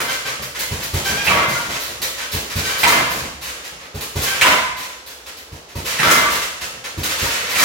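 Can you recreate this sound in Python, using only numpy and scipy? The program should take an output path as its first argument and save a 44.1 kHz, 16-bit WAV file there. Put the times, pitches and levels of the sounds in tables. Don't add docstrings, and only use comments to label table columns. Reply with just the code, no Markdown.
import sys
import numpy as np
from scipy import signal
from scipy.fft import rfft, irfft
from scipy.io import wavfile
from scipy.ndimage import uniform_filter1d

SR = 44100
rng = np.random.default_rng(int(sys.argv[2]) if len(sys.argv) > 2 else 0)


def store_wav(level_fs):
    pcm = np.round(np.clip(np.atleast_2d(level_fs), -1, 1) * 32767)
    wavfile.write(sys.argv[1], SR, pcm.T.astype(np.int16))


N = 336924
T = np.arange(SR) / SR

# (frequency [Hz], share)
BRIGHTNESS_SHARE = [(2000, 0.22), (7000, 0.9), (12000, 0.88)]

# (frequency [Hz], t60 [s])
ROOM_T60 = [(60, 1.5), (250, 0.57), (500, 0.64), (1000, 0.83), (3000, 0.72), (7000, 1.2), (10000, -0.9),
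            (15000, 0.5)]
# (frequency [Hz], side minus mid [dB])
ROOM_SIDE = [(60, -54), (125, -14), (250, -13.5), (500, -6.5), (1000, 1), (4000, 0.5)]
BALANCE_DB = -0.82
TOP_HZ = 16100

# (frequency [Hz], relative level per Hz [dB])
AIR_SPECTRUM = [(20, -22), (40, -28), (62, 17), (110, -8), (300, 4), (510, 7.5), (750, 5.5), (2000, -2),
                (6000, -3), (10000, -24), (15000, -29)]
AIR_DB = -44

# (time [s], length [s], level [dB], brightness [dB])
SCUFFS = [(0.081, 0.057, -20.5, 0), (0.253, .048, -21, -7), (0.421, 0.022, -24.5, 4),
          (0.546, 0.025, -23.5, -3), (0.589, 0.032, -20.5, 5.5), (0.801, 0.028, -24.5, 1),
          (0.828, 0.026, -24, 5.5), (1.239, 0.085, -22.5, 5), (1.475, 0.086, -22.5, 2.5),
          (1.687, 0.081, -22, -3), (1.794, 0.12, -31, 7), (2.015, 0.037, -19.5, 5.5),
          (2.168, 0.073, -24, -7), (2.315, .055, -23.5, 6), (2.496, 0.033, -24, 0.5),
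          (2.775, 0.12, -23, 5.5), (3.091, .11, -26, 5), (3.408, 0.092, -26, 3), (3.635, 0.039, -28.5, 0),
          (3.793, .07, -36, -19), (4.005, 0.03, -23.5, 4.5), (4.765, 0.085, -28, 3),
          (5.059, 0.061, -34, 5.5), (5.258, 0.035, -30, 0), (5.368, 0.033, -37, 5.5),
          (5.681, 0.041, -37, -2), (6.309, 0.054, -19.5, 3.5), (6.413, 0.026, -21, 1),
          (6.607, 0.036, -22.5, 0.5), (6.838, 0.027, -23.5, -6), (7.031, 0.032, -17.5, 4),
          (7.09, .04, -18.5, -4), (7.18, 0.042, -19.5, 1), (7.487, 0.12, -22.5, 3.5), (7.583, .06, -14, 2)]
# (time [s], level [dB], brightness [dB])
PIVOTS = [(1.041, -19.5, 3), (2.636, -19.5, -2), (4.212, -18.5, 4.5), (5.845, -19.5, 2), (7.29, -19.5, -2)]
# (frequency [Hz], relative level per Hz [dB])
SOLE_SPECTRUM = [(80, -17), (200, -10), (400, -6.5), (510, 2.5), (680, -6), (850, -3.5), (1100, 2),
                 (2100, 3.5), (3500, -0.5), (5200, -2.5), (6800, -2), (8300, -8), (11000, -9.5),
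                 (15000, -14.5)]
# (frequency [Hz], relative level per Hz [dB])
SKIM_SPECTRUM = [(500, -8), (2000, -34), (4000, 2), (7000, -17), (9500, -6), (15000, -5.5)]
RISE_SHARE = 0.17
LANDING_S, LANDING_BRIGHT_DB = 0.051, 3
BRISK_S, DRAG_DB, DRAG_BRIGHT_DB = 0.075, -4.5, -13.5
FOLLOW_S, FOLLOW_LENGTH_S, FOLLOW_BRIGHT_DB = 0.12, 0.051, -9
FOLLOW_DB, FOLLOW_DB_PER_S = -22, 151

# (time [s], level [dB], floor pitch [Hz], scuff of the landing sole [dB])
STEPS = [(0.708, -15, 88, -26.5), (0.933, -11.5, 86.7, -20.5), (2.335, -16, 84.6, -27.5),
         (2.553, -13, 89, -19.5), (3.942, -19, 86, -31), (4.154, -13, 83.3, -23), (5.516, -25.5, 85, -39),
         (5.751, -17.5, 86.7, -29), (6.973, -16, 86, -28.5), (7.215, -16.5, 79.6, -21)]
# (multiple of its pitch, relative level [dB], t60 [s])
FLOOR_MODES = [(.72, -5.5, 0.27), (1, 4.5, 0.13), (1.64, -5.5, 0.22), (2.55, -13.5, 0.26)]
# (frequency [Hz], relative level per Hz [dB])
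HEEL_SPECTRUM = [(30, -12), (85, 0), (220, 2), (400, 1.5), (600, -3), (1000, -3), (2000, -37), (6000, -38)]

# (time [s], length [s], level [dB], pitch [Hz], tilt [dB per octave])
SQUEALS = [(0.076, 0.027, -26.5, 775, -1), (0.248, 0.019, -26, 780, -0.5), (0.62, 0.023, -28, 1032, -2),
           (1.051, 0.045, -22.5, 781, -2.5), (1.168, 0.055, -24.5, 808, 0.5), (2.626, 0.16, -31, 769.5, -1),
           (4.264, 0.076, -26.5, 785, 0)]
# (multiple of its pitch, relative level [dB])
SQUEAL_PARTIALS = [(1, -14), (2, 0), (3, -4), (4, -6), (6, -12), (7, -16)]

# (time [s], level [dB])
BUMPS = [(0.002, -23.5), (0.249, -28), (0.39, -26), (0.57, -32), (1.095, -17), (1.479, -18.5), (1.682, -22),
         (2.0, -29.5), (2.976, -18), (3.139, -20.5), (3.22, -24.5), (3.712, -32.5)]
# (frequency [Hz], relative level per Hz [dB])
BUMP_SPECTRUM = [(25, -40), (45, -30), (62, 4), (95, -13.5), (145, 1), (200, -8), (320, -6), (500, -5),
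                 (1200, -13), (4000, -57)]
JOLT_LAG_S, REBOUND_S, REBOUND_DB = 0.00804, 0.072, 0.5
SWAY_GAP_S, SWAY_FALL_DB_PER_S = 0.2, 4.5

# (time [s], level [dB], rattle length [s], brightness [dB])
SNATCHES = [(2.874, -11.5, 0.038, 16), (4.419, -24, 0.012, 21), (6.101, -13, 0.044, 21),
            (6.297, -22, 0.022, 27)]
# (time [s], swell [s], level [dB], brightness [dB], dying away [dB per s],
# pitch of the tube struck [Hz], its clang [dB], its t60 [s], pitch of the hook's clink [Hz])
RATTLES = [(0.0, 0.0057, -14.5, 6, 235, 1572, -41, .3, 2300),
           (1.291, 0.11, -12, -12, 220, 1123, -21.5, 0.83, 2310),
           (1.53, 0.071, -25.5, 8, 75, 1413, -27.5, 0.42, 2047),
           (2.844, 0.11, -12.5, -6.5, 127, 957, -19, 0.45, 2000),
           (4.42, 0.079, -11, -4.5, 220, 1007, -20, 0.78, 2780),
           (6.03, 0.12, -10, -3, 240, 1355, -23.5, 0.55, 1566),
           (6.235, .01, -18, -9, 120, 1163, -24, 0.47, 1480),
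           (7.238, 0.013, -20.5, 8, 200, 933, -29.5, 0.27, 1850),
           (7.585, .05, -13.5, 14, 130, 1865, -22.5, .3, 2300)]
# (frequency [Hz], relative level per Hz [dB])
CHAIN_SPECTRUM = [(100, -28), (220, -3), (320, -4), (400, -9), (600, 0.5), (820, -4), (1050, 4),
                  (1400, 3.5), (1800, -0.5), (2300, -2.5), (3200, -4), (4500, -7.5), (6700, -12),
                  (9000, -15.5), (15000, -18.5)]
# (nominal frequency [Hz], relative level before scatter [dB], t60 [s])
STAND_MODES = [(255.3, -6, 0.55), (324.8, -13.5, 1), (457.3, 8.5, 0.21), (640, -17, 0.15), (967, -5, 1),
               (968, -10, 0.43), (1063, -8, 0.23), (1161, 11.5, 0.1), (1273, -15, 0.5), (1346, -2, 0.22),
               (1572, -14, 0.64), (1800, -27, 0.35), (2074, 24, 0.36), (2330, 11, 0.52), (2850, 6, 0.24),
               (3440, -15, 0.091)]
CLUSTER_GAP_S, CLUSTER_S = 0.04, 0.034
SWELL_DB_PER_S, DULLING_DB_PER_S = 7, 70
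STEEL_DB = -10

CLINK_DB, CLINK_T60_S, CLANG_LAG_S = 3, 0.15, 0.015
POST_HZ, POST_DB, POST_LASTING = 949, -3.5, 1.06

# (time [s], rise [s], slap level [dB], brightness [dB], pitch of the crack [Hz],
# crack relative to slap [dB], jolt of the bag [dB], its later sway before it dies down [dB])
KICKS = [(1.266, 0.0072, -6.5, -14, 2660, 6.5, -16.5, -28), (2.831, 0.0024, -2.5, -3, 2270, -1, -19, -35.5),
         (4.411, 0.0018, -4, 8, 2430, 6.5, -24.5, -60), (5.986, 0.034, 2.5, 4, 1790, 7, -16.5, -29),
         (7.548, 0.02, -3.5, 11, 1900, 6.5, -28.5, -36)]
# (frequency [Hz], relative level per Hz [dB])
SLAP_SPECTRUM = [(100, -20), (400, -15.5), (800, -1), (1500, -3.5), (2600, -4), (3500, -7.5), (5000, -11),
                 (8000, -15), (15000, -23)]


def undb(db):
    return 10 ** (np.asarray(db) / 20)


def unit(x):
    return x / np.sqrt(np.mean(x ** 2))


def read(points, hz):
    at, value = np.transpose(points)
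    return np.interp(np.log(hz + 1), np.log(at), value)


def colour(x, spectrum, bright_db=0):
    hz = np.fft.rfftfreq(len(x), 1 / SR)
    gain_db = read(spectrum, hz) + bright_db * read(BRIGHTNESS_SHARE, hz)
    return unit(irfft(rfft(x) * undb(gain_db), len(x)))


def fade(t60):
    return np.exp(-np.log(1000) * T / t60)


def stroke(length, rise, release):
    build = np.minimum(T / max(rise, 1 / SR), 1)
    return build * np.exp(-np.maximum(T - length, 0) / release)


def grains(rate, spread_db):
    sign, size = rng.standard_normal((2, SR))
    struck = rng.random(SR) < rate / SR
    return struck * np.sign(sign) * undb(spread_db * size)


def wobble():
    return unit(uniform_filter1d(rng.standard_normal(SR), size=260))


def add(track, s, sound):
    start = max(int(s * SR), 0)
    track[start:start + len(sound)] += sound[:max(N - start, 0)]


def widen(mid, side):
    hz = np.fft.rfftfreq(len(side), 1 / SR)
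    side_gain = undb(read(ROOM_SIDE, hz))
    m, s = rfft(mid), rfft(side) * side_gain
    return irfft(np.array([m + s, m - s]) / np.sqrt(1 + side_gain ** 2), len(mid))


def room(x, direct_db=-10, early_db=-5, early_t60=0.07):
    hz = np.fft.rfftfreq(SR, 1 / SR)
    centres = np.geomspace(60, 15000, 9)
    noise = rfft(rng.standard_normal((2, SR)))
    tail = 0
    for centre in centres:
        band = read(list(zip(centres, centres == centre)), hz)
        tail = tail + irfft(noise * band, SR) * fade(read(ROOM_T60, centre))
    early = np.array([grains(rate=3000, spread_db=1.0) for _ in range(2)]) * fade(early_t60)
    diffuse = rfft(unit(tail) + undb(early_db) * unit(early))
    diffuse /= np.sqrt(uniform_filter1d(np.abs(diffuse) ** 2, size=90, axis=1))
    response = widen(*irfft(diffuse, SR))
    response[:, 0] += undb(direct_db)
    response /= np.sqrt(np.sum(response ** 2) / 2)
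    return signal.fftconvolve(x[None], response[:, :SR * 9 // 10], axes=1)[:, :N]


def air():
    mid, side = (colour(rng.standard_normal(N), AIR_SPECTRUM) for _ in range(2))
    return undb(AIR_DB) * widen(mid, side)


def slides():
    rows = [(s, LANDING_S, db, LANDING_BRIGHT_DB) for s, _, _, db in STEPS]
    for (s, db, bright_db), (kick_s, *_) in zip(PIVOTS, KICKS):
        drag_s = s + BRISK_S
        rows.append((s, BRISK_S, db, bright_db))
        rows.append((drag_s, kick_s - drag_s, db + DRAG_DB, DRAG_BRIGHT_DB))
    for s, length, db, bright_db in SCUFFS:
        follow_db = db + FOLLOW_DB + FOLLOW_DB_PER_S * length
        rows.append((s, length, db, bright_db))
        rows.append((s + FOLLOW_S, FOLLOW_LENGTH_S, follow_db, FOLLOW_BRIGHT_DB))
    return rows


def scuffs(grit_rate=9000, touch_db=-13, touch_gain=2.7, touch_share=0.36):
    out = np.zeros(N)
    for s, length, db, bright_db in slides():
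        rise = RISE_SHARE * length
        grit = colour(grains(grit_rate, spread_db=3.5), SOLE_SPECTRUM, 0.5 * bright_db)
        slide = stroke(length, rise, release=0.02) * grit
        hiss = colour(rng.standard_normal(SR), SKIM_SPECTRUM)
        skim = stroke(touch_share * length, rise=0.45 * rise, release=0.017) * hiss
        add(out, s, undb(db) * (slide + undb(touch_db + touch_gain * bright_db) * skim))
    return out


def steps(contact=0.0084, heel_db=-9, heel_t60=0.31):
    boom, knock = np.zeros((2, N))
    loading = 1 - np.exp(-(T / contact) ** 2)
    for s, db, hz, _ in STEPS:
        modes = sum(undb(mode_db) * fade(t60) * np.sin(2 * np.pi * hz * k * T)
                    for k, mode_db, t60 in FLOOR_MODES)
        add(boom, s, -undb(db) * modes * loading)
        heel = colour(rng.standard_normal(SR), HEEL_SPECTRUM)
        add(knock, s, undb(db + heel_db) * fade(heel_t60) * heel)
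    return boom, knock


def squeals(waver=0.007, release=0.008, flutter_db=2.5):
    out = np.zeros(N)
    for s, length, db, hz, tilt_db in SQUEALS:
        phase = 2 * np.pi * np.cumsum(hz * (1 + waver * wobble())) / SR
        tone = 0
        for k, partial_db in SQUEAL_PARTIALS:
            level_db = partial_db + tilt_db * np.log2(k) + flutter_db * wobble()
            tone = tone + undb(level_db) * np.sin(k * phase)
        add(out, s, undb(db) * stroke(length, release, release) * unit(tone))
    return undb(2.5) * room(out) + undb(-11) * out


def jolts(count=6):
    rows = list(BUMPS)
    for s, *_, db, sway_db in KICKS:
        ages = REBOUND_S + SWAY_GAP_S * (np.arange(count) + 1 + rng.random(count))
        rows += [(s + JOLT_LAG_S, db), (s + REBOUND_S, db + REBOUND_DB)]
        rows += [(s + age, sway_db - SWAY_FALL_DB_PER_S * age) for age in ages]
    return rows


def bumps(t60=0.15):
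    out = np.zeros(N)
    for s, db in jolts():
        thud = colour(rng.standard_normal(SR), BUMP_SPECTRUM)
        add(out, s, undb(db) * fade(t60) * stroke(1, rise=0.0029, release=1) * thud)
    return out


def clusters(count=7):
    rows = list(SNATCHES)
    for s, swell, db, bright_db, fall_db, *_ in RATTLES:
        uneven = rng.uniform(-0.15, 0.15, count) * (np.arange(count) > 0)
        for age in CLUSTER_GAP_S * (np.arange(count) + uneven):
            before, after = max(swell - age, 0), max(age - swell, 0)
            level_db = db - SWELL_DB_PER_S * before - fall_db * after
            rows.append((s + age, level_db, CLUSTER_S, bright_db - DULLING_DB_PER_S * after))
    return rows


def chain(link_rate=850):
    out = np.zeros(N)
    for s, db, length, bright_db in clusters():
        links = colour(grains(link_rate, spread_db=5.5), CHAIN_SPECTRUM, bright_db)
        links *= stroke(length / 2, rise=0.0005, release=length / 2)
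        chance = rng.standard_normal((len(STAND_MODES), 3))
        ring = 0
        for (hz, mode_db, t60), (louder, sharper, phase) in zip(STAND_MODES, chance):
            tone = np.sin(2 * np.pi * (hz * (1 + 0.0035 * sharper) * T + phase))
            ring = ring + undb(mode_db + 2 * louder) * fade(t60) * tone
        ring *= 1 - np.exp(-2 * T / length)
        ring *= np.sqrt(np.sum(links ** 2) / np.sum(ring ** 2))
        add(out, s, undb(db) * (links + undb(STEEL_DB) * ring))
    return out


def tube_strikes():
    rows = []
    for s, *_, tube_hz, db, t60, hook_hz in RATTLES:
        clang_s = s + CLANG_LAG_S
        rows.append((s, db + CLINK_DB, hook_hz, CLINK_T60_S))
        rows.append((clang_s, db, tube_hz, t60))
        rows.append((clang_s, db + POST_DB, POST_HZ, POST_LASTING * t60))
    return rows


def clangs(split=0.015, twin_db=-5):
    out = np.zeros(N)
    for s, db, hz, t60 in tube_strikes():
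        twin = np.sin(2 * np.pi * (hz * (1 + split) * T + rng.random()))
        pair = np.sin(2 * np.pi * hz * T) + undb(twin_db) * twin
        add(out, s, undb(db) * pair * fade(t60) * np.minimum(T / 0.015, 1))
    return out


def kicks(slap_t60=0.085, crack_q=2.35):
    out = np.zeros(N)
    for s, rise, db, bright_db, hz, crack_db, _, _ in KICKS:
        slap = colour(grains(rate=6000, spread_db=3.5), SLAP_SPECTRUM, bright_db)
        crack = signal.lfilter(*signal.iirpeak(hz, crack_q, fs=SR), slap)
        shape = np.minimum(T / rise, 1) * fade(slap_t60)
        add(out, s, undb(db) * shape * (slap + undb(crack_db) * crack))
    return out


def scene():
    boom, knock = steps()
    tubes = clangs()
    feet = room(scuffs()) + room(knock + undb(-15) * boom) + squeals()
    stand = room(chain() + undb(2) * tubes)
    bag = room(kicks() + bumps())
    near = undb(-1.0) * boom + undb(1.5) * tubes
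    balance = undb(np.array([[BALANCE_DB], [-BALANCE_DB]]) / 2)
    return (air() + feet + stand + bag + near) * balance


def record(dry, low_cut_hz=45):
    thin = signal.sosfilt(signal.butter(2, low_cut_hz, "high", fs=SR, output="sos"), dry)
    clipped = np.clip(thin, -0.9, 0.9)
    return signal.sosfilt(signal.ellip(10, 0.2, 70, TOP_HZ, fs=SR, output="sos"), clipped)


dry = scene()
out = record(dry)
store_wav(out)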